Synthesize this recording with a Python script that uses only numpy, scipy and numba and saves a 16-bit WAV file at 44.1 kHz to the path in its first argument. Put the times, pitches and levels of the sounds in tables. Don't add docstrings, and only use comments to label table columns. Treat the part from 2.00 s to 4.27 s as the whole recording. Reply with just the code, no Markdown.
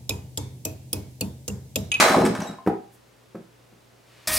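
import sys
import numpy as np
from scipy import signal
from scipy.fft import rfft, irfft, next_fast_len
from scipy.io import wavfile
from scipy.ndimage import uniform_filter1d
from numba import njit

SR = 44100
rng = np.random.default_rng(int(sys.argv[2]) if len(sys.argv) > 2 else 0)


def persist_wave(psi):
    counts = np.round(np.clip(psi, -1, 1) * 32767).astype(np.int16)
    wavfile.write(sys.argv[1], SR, np.atleast_2d(counts).T)


N = 100239

LEAD = int(.05 * SR)
M = N + LEAD
T = np.arange(M) / SR - .05
TOP_HZ = 15900


def undb(db):
    return 10 ** (np.asarray(db) / 20)


def colour(x, table):
    n = next_fast_len(len(x) + LEAD)
    f = np.maximum(np.arange(n // 2 + 1) * SR / n, 1)
    hz, db = np.array(table, float).T
    gain = undb(np.interp(np.log(f), np.log(hz), db))
    return irfft(rfft(x, n) * gain, n)[:len(x)]


def hiss(table):
    x = colour(rng.standard_normal(M), table)
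    return x / x.std()


def curve(table):
    return undb(np.interp(T, *np.array(table, float).T))


def swell(start_s, length_s):
    return np.sin(np.pi * np.clip((T - start_s) / length_s, 0, 1))


def bursts(rows, decay_s):
    rise_s = .001
    total = 0
    for start_s, db in rows:
        age = np.maximum(T - start_s, 0)
        total = total + undb(db) * (1 - np.exp(-age / rise_s)) * np.exp(-age / decay_s)
    return total


def bell(hz, centre_hz, octaves):
    return undb(-6 * (np.log2(hz / centre_hz) / octaves) ** 2)


def push(start_s, db, contact_ms):
    pulse = np.sin(np.pi * np.clip((T - start_s) / (contact_ms / 1000), 0, 1)) ** 2
    return undb(db) / (contact_ms * SR / 2000) * pulse


def ring(blows, modes, octaves, shake=0):
    hz, db, t60 = np.array(modes, float).T
    pushes = np.array([push(*blow[:3]) for blow in blows])
    weights = bell(hz[:, None], np.array(blows)[:, 3], octaves)
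    forces = weights @ pushes + shake
    poles = np.exp(2j * np.pi * hz / SR - np.log(1000) / (t60 * SR))
    total = 0
    for k, pole in enumerate(poles):
        sign = (-1) ** k
        total = total + sign * undb(db[k]) * signal.lfilter([1], [1, -pole], forces[k]).imag
    return total


# (frequency [Hz], relative level [dB per Hz])
AIR = [(25, -38), (50, -13.5), (85, -4.5), (160, -1), (250, -3), (430, 0), (800, -7), (1500, -10),
       (3000, -13.5), (8000, -19.5), (16000, -26)]
# (frequency [Hz], side over mid [dB])
AIR_WIDTH = [(60, -16), (110, -14), (200, 0.5), (380, -3), (700, 0.5), (1290, -2.5), (2380, -5), (4400, -5),
             (8120, -7.5), (15000, -5)]
# (frequency [Hz], level [dB rms])
HUM = [(59, -73.5), (120, -62)]


def background():
    air_db = -58.5
    waver = 1 + 8.74 * uniform_filter1d(rng.standard_normal(M), size=3000)
    hum = 0
    for hz, db in HUM:
        hum = hum + undb(db) * np.sqrt(2) * np.sin(2 * np.pi * hz * T)
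    mid = undb(air_db) * hiss(AIR) + hum * waver
    side = undb(air_db) * colour(hiss(AIR), AIR_WIDTH)
    return mid, side


# (frequency [Hz], relative level [dB], t60 [s])
BOARD_MODES = [(577, -9.5, .1), (621, -2.5, 0.085), (650, -3.5, 0.07), (837.2, 1, 0.073), (1005, -2, 0.042),
               (1049, 1, 0.042), (1254, -7.5, 0.11), (1417, -7.5, 0.051), (1558, -7, 0.046),
               (1697, -8, 0.032), (1785, -10, .05), (2216, -9.5, 0.029), (3996, -10.5, 0.049),
               (5400, -12, 0.041)]
# (time [s], relative level [dB], contact [ms], centre of woken modes [Hz], relative crack level [dB])
BOARD_BLOWS = [(-.02, -19, 0.24, 1410, 3.5), (.006, -39, 0.2, 1000, -12.5), (0.022, -11, 0.34, 1370, -18.5),
               (.038, -13, 0.69, 627, -27), (0.082, -21.5, 0.37, 1490, -28), (.118, -26, 0.69, 900, -28),
               (.143, -7.5, 0.81, 950, -41), (.218, -14, 0.68, 720, -58), (0.251, -26, 0.095, 2180, -26),
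               (.261, -46, 0.37, 1580, -21.5), (.350, -24.5, 0.11, 1460, -32), (.362, -30, 0.15, 1810, -44),
               (0.402, -35, 0.21, 2200, -31.5), (.416, -26.5, 0.47, 780, -49), (.432, -35, 1, 1140, -48),
               (.478, -47, 0.17, 694, -62), (.54, -36, 0.96, 1080, -80)]
# (time [s], relative level [dB])
RATTLE = [(0, -43), (.06, -36.5), (.13, -43), (.2, -45.5), (.26, -56), (.33, -61), (.43, -56), (.52, -66),
          (.65, -94.5), (.7, -130)]
# (frequency [Hz], relative level [dB per Hz])
CRACK = [(200, -25), (500, -12), (1200, -4.5), (2400, -10.5), (3000, -15), (6000, -18), (9000, -20),
         (12000, -27), (16000, -33.5)]


def backboard():
    rattles_per_s, spread_db = 1900, 3.5
    crack_decay_s = .0057
    chance = rng.random((3, M))
    excess = undb(-spread_db * np.log(1 - chance[1]))
    clicks = (chance[0] < rattles_per_s / SR) * excess * curve(RATTLE)
    shake = undb(-2) * clicks * np.sign(chance[2] - .5)
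    blow_cracks = bursts([(blow[0], blow[4]) for blow in BOARD_BLOWS], crack_decay_s)
    click_cracks = undb(-7.5) * signal.lfilter([1], [1, -.99], clicks)
    crack = hiss(CRACK) * (blow_cracks + click_cracks)
    return ring(BOARD_BLOWS, BOARD_MODES, .64, shake) + crack


# (frequency [Hz], relative level [dB], t60 [s])
DOOR_MODES = [(121.4, -3.5, 0.167), (156, -31, 0.45), (166.7, 2, 0.096), (212.6, -2.5, 0.14),
              (267.4, 0, .1), (328, -3, 0.061), (361.8, 3, 0.083), (438.3, -3, 0.15), (477.5, 6.5, 0.068),
              (653, 4, 0.033), (691, 2.5, 0.28), (769, 9, 0.083), (1047, 27, 0.22)]
# (time [s], relative level [dB], contact [ms], centre of woken modes [Hz])
DOOR_SLAPS = [(-.01, -17.5, 0.81, 278), (.056, -20.5, 0.41, 417), (.1, -17.5, 0.55, 278),
              (.162, -14, 0.4, 246), (.177, -14.5, 1.17, 390), (.205, -18.5, 0.73, 190),
              (.235, -11.5, 1.5, 285), (.258, -17, 2.08, 325), (.282, -21.5, 3.1, 207), (.3, -23, 1.1, 216),
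              (.33, -35, 0.45, 400), (.385, -24.5, 1.5, 192), (.415, -28.5, 0.61, 216),
              (.45, -37, 0.95, 463), (.49, -28.5, 1.83, 226), (.515, -41, 2.4, 200), (.585, -50, 1.23, 786)]


def door():
    return ring(DOOR_SLAPS, DOOR_MODES, .64)


# (time [s], length [s], pitch [Hz], relative level [dB], loudest region [Hz],
# its half-width to 6 dB down [octaves], roughness before smoothing [0-1])
SQUEAKS = [(0.249, 0.026, 2733, -28.5, 7800, 0.37, .25), (.378, 0.015, 9300, -42.5, 9300, .5, 0.17),
           (0.418, 0.012, 5780, -30.5, 5800, 0.31, 0.3), (0.467, 0.048, 3839, -36.5, 4900, 0.69, 0.03)]


def hooks():
    fade_nepers = 3.55
    out = 0
    for start_s, length_s, hz, db, top_hz, octaves, rough in SQUEAKS:
        drift = uniform_filter1d(rng.standard_normal(M), size=40) * rough
        phase = 2 * np.pi * np.cumsum(hz * (1 + drift)) / SR
        stack = 0
        for k in range(1, 6):
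            if k * hz < TOP_HZ:
                stack = stack + bell(k * hz, top_hz, octaves) * np.sin(k * phase)
        fade = np.exp(-fade_nepers * np.clip((T - start_s) / length_s, 0, 1))
        out = out + undb(db) * swell(start_s, length_s) * fade * 2 * stack
    return out


# (frequency [Hz], relative level [dB per Hz])
SCUFF = [(300, 5), (1500, 16.5), (3000, -4), (8000, -11.5), (16000, -11)]


def scuffs(hits):
    return hiss(SCUFF) * bursts([(hit[0], hit[4]) for hit in hits], .0055)


# (frequency [Hz], relative level [dB], t60 [s])
PANEL_MODES = [(167, -12.5, 0.42), (250, 0.5, 0.052), (282, -14, 0.11), (343.4, -1.5, 0.21),
               (388, -4, 0.11), (419.4, 9, 0.034), (691, -14, 0.11), (744.5, -11, 0.32), (804, -8.5, 0.33),
               (824, -0.5, 0.031), (1020, -19, 0.044), (1248, -4.5, 0.021), (1890, -20, 0.0076),
               (2420, -7.5, 0.021)]
# (time [s], relative level [dB], contact [ms], centre of woken modes [Hz], relative scuff level [dB])
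PANEL_KNOCKS = [(0.663, -24.5, 0.9, 760, -33.5), (.6735, -15, 0.44, 553, -28),
                (.689, -24, 0.95, 380, -42.5)]


def panel():
    return ring(PANEL_KNOCKS, PANEL_MODES, 2.3) + scuffs(PANEL_KNOCKS)


# (frequency [Hz], relative level [dB per Hz])
SWISH = [(3000, -24), (8000, -4), (12000, -3), (16000, -10)]
# (frequency [Hz], relative level [dB per Hz])
RUSTLE = [(300, -2), (800, -0.5), (2500, 2), (6000, -6.5), (16000, -19)]
# (time [s], relative level [dB])
RUSTLE_LEVEL = [(0, -93), (1.95, -89), (2.08, -62.5), (2.27, -57.5)]


def clothes():
    swish = undb(-61.5) * swell(.915, .052) * hiss(SWISH)
    return swish + hiss(RUSTLE) * curve(RUSTLE_LEVEL)


# (frequency [Hz], relative level [dB], t60 [s])
FLOOR_MODES = [(148, -3, 0.11), (178, -8.5, 0.23), (226, 1, 0.1), (332, -5, 0.14), (389, 2, 0.04),
               (472, 5.5, 0.045), (578.5, -12.5, 0.16), (690, -10, 0.11), (790, -13, 0.067),
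               (860, -15, .07), (1040, -8, 0.075), (1700, -23, .04), (2300, -22, 0.055)]
# (time [s], relative level [dB], contact [ms], centre of woken modes [Hz], relative scuff level [dB])
FLOOR_BOUNCES = [(1.346, -32.5, 1.33, 298, -55), (1.352, -38.5, 0.35, 595, -43.5),
                 (1.721, -48.5, 2.05, 250, -62)]


def floor():
    return ring(FLOOR_BOUNCES, FLOOR_MODES, 2.3) + scuffs(FLOOR_BOUNCES)


SCATTER_MS = [1.7, 3.1, 5.3]


def scatter(x):
    for ms in SCATTER_MS:
        taps = np.r_[-.6, np.zeros(int(ms * SR / 1000)), 1]
        x = signal.lfilter(taps, taps[::-1], x)
    return x


@njit
def walls(x, lags, gain, damp):
    line, soft, out = np.zeros((8, 4096)), np.zeros(8), np.zeros((2, len(x)))
    for i in range(len(x)):
        total = 0.
        for k in range(8):
            soft[k] += (1 - damp) * (gain[k] * line[k, (i - lags[k]) & 4095] - soft[k])
            total += soft[k]
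            out[k % 2, i] += soft[k] * (1 - (k & 2))
        for k in range(8):
            line[k, i & 4095] = x[i] + soft[k] - total / 4
    return out


WALLS_MS = [13.1, 19.7, 25.3, 31.9, 39.7, 47.3, 56.9, 67.1]
# (frequency [Hz], side gain [dB])
WIDTH = [(60, -38), (110, -29.5), (200, -27.5), (380, -22.5), (700, -13), (1290, -16.5), (2380, -13),
         (4400, -9.5), (8120, -16.5), (15000, -31)]


def reverberation(early):
    t60_s, damp = .33, .23
    ms = np.array(WALLS_MS)
    gain = undb(-60 * ms / 1000 / t60_s)
    lags = (ms * SR / 1000).astype(np.int64)
    far = walls(early + 1e-18, lags, gain, damp)
    return undb(-7) * far[0], undb(6.5) * colour(far[1], WIDTH)


def scene():
    near = backboard() + door() + hooks() + panel() + clothes() + floor()
    near = signal.sosfilt(signal.butter(3, 100, "high", fs=SR, output="sos"), near)
    early = scatter(near)
    far_mid, far_side = reverberation(early)
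    air_mid, air_side = background()
    mid = undb(2) * near + undb(-4) * early + far_mid + air_mid
    side = far_side + air_side
    return np.array([mid + side, mid - side])[:, LEAD:]


def record(dry):
    return signal.sosfilt(signal.ellip(10, .2, 70, TOP_HZ, fs=SR, output="sos"), dry)


dry = scene()
out = record(dry)
persist_wave(out)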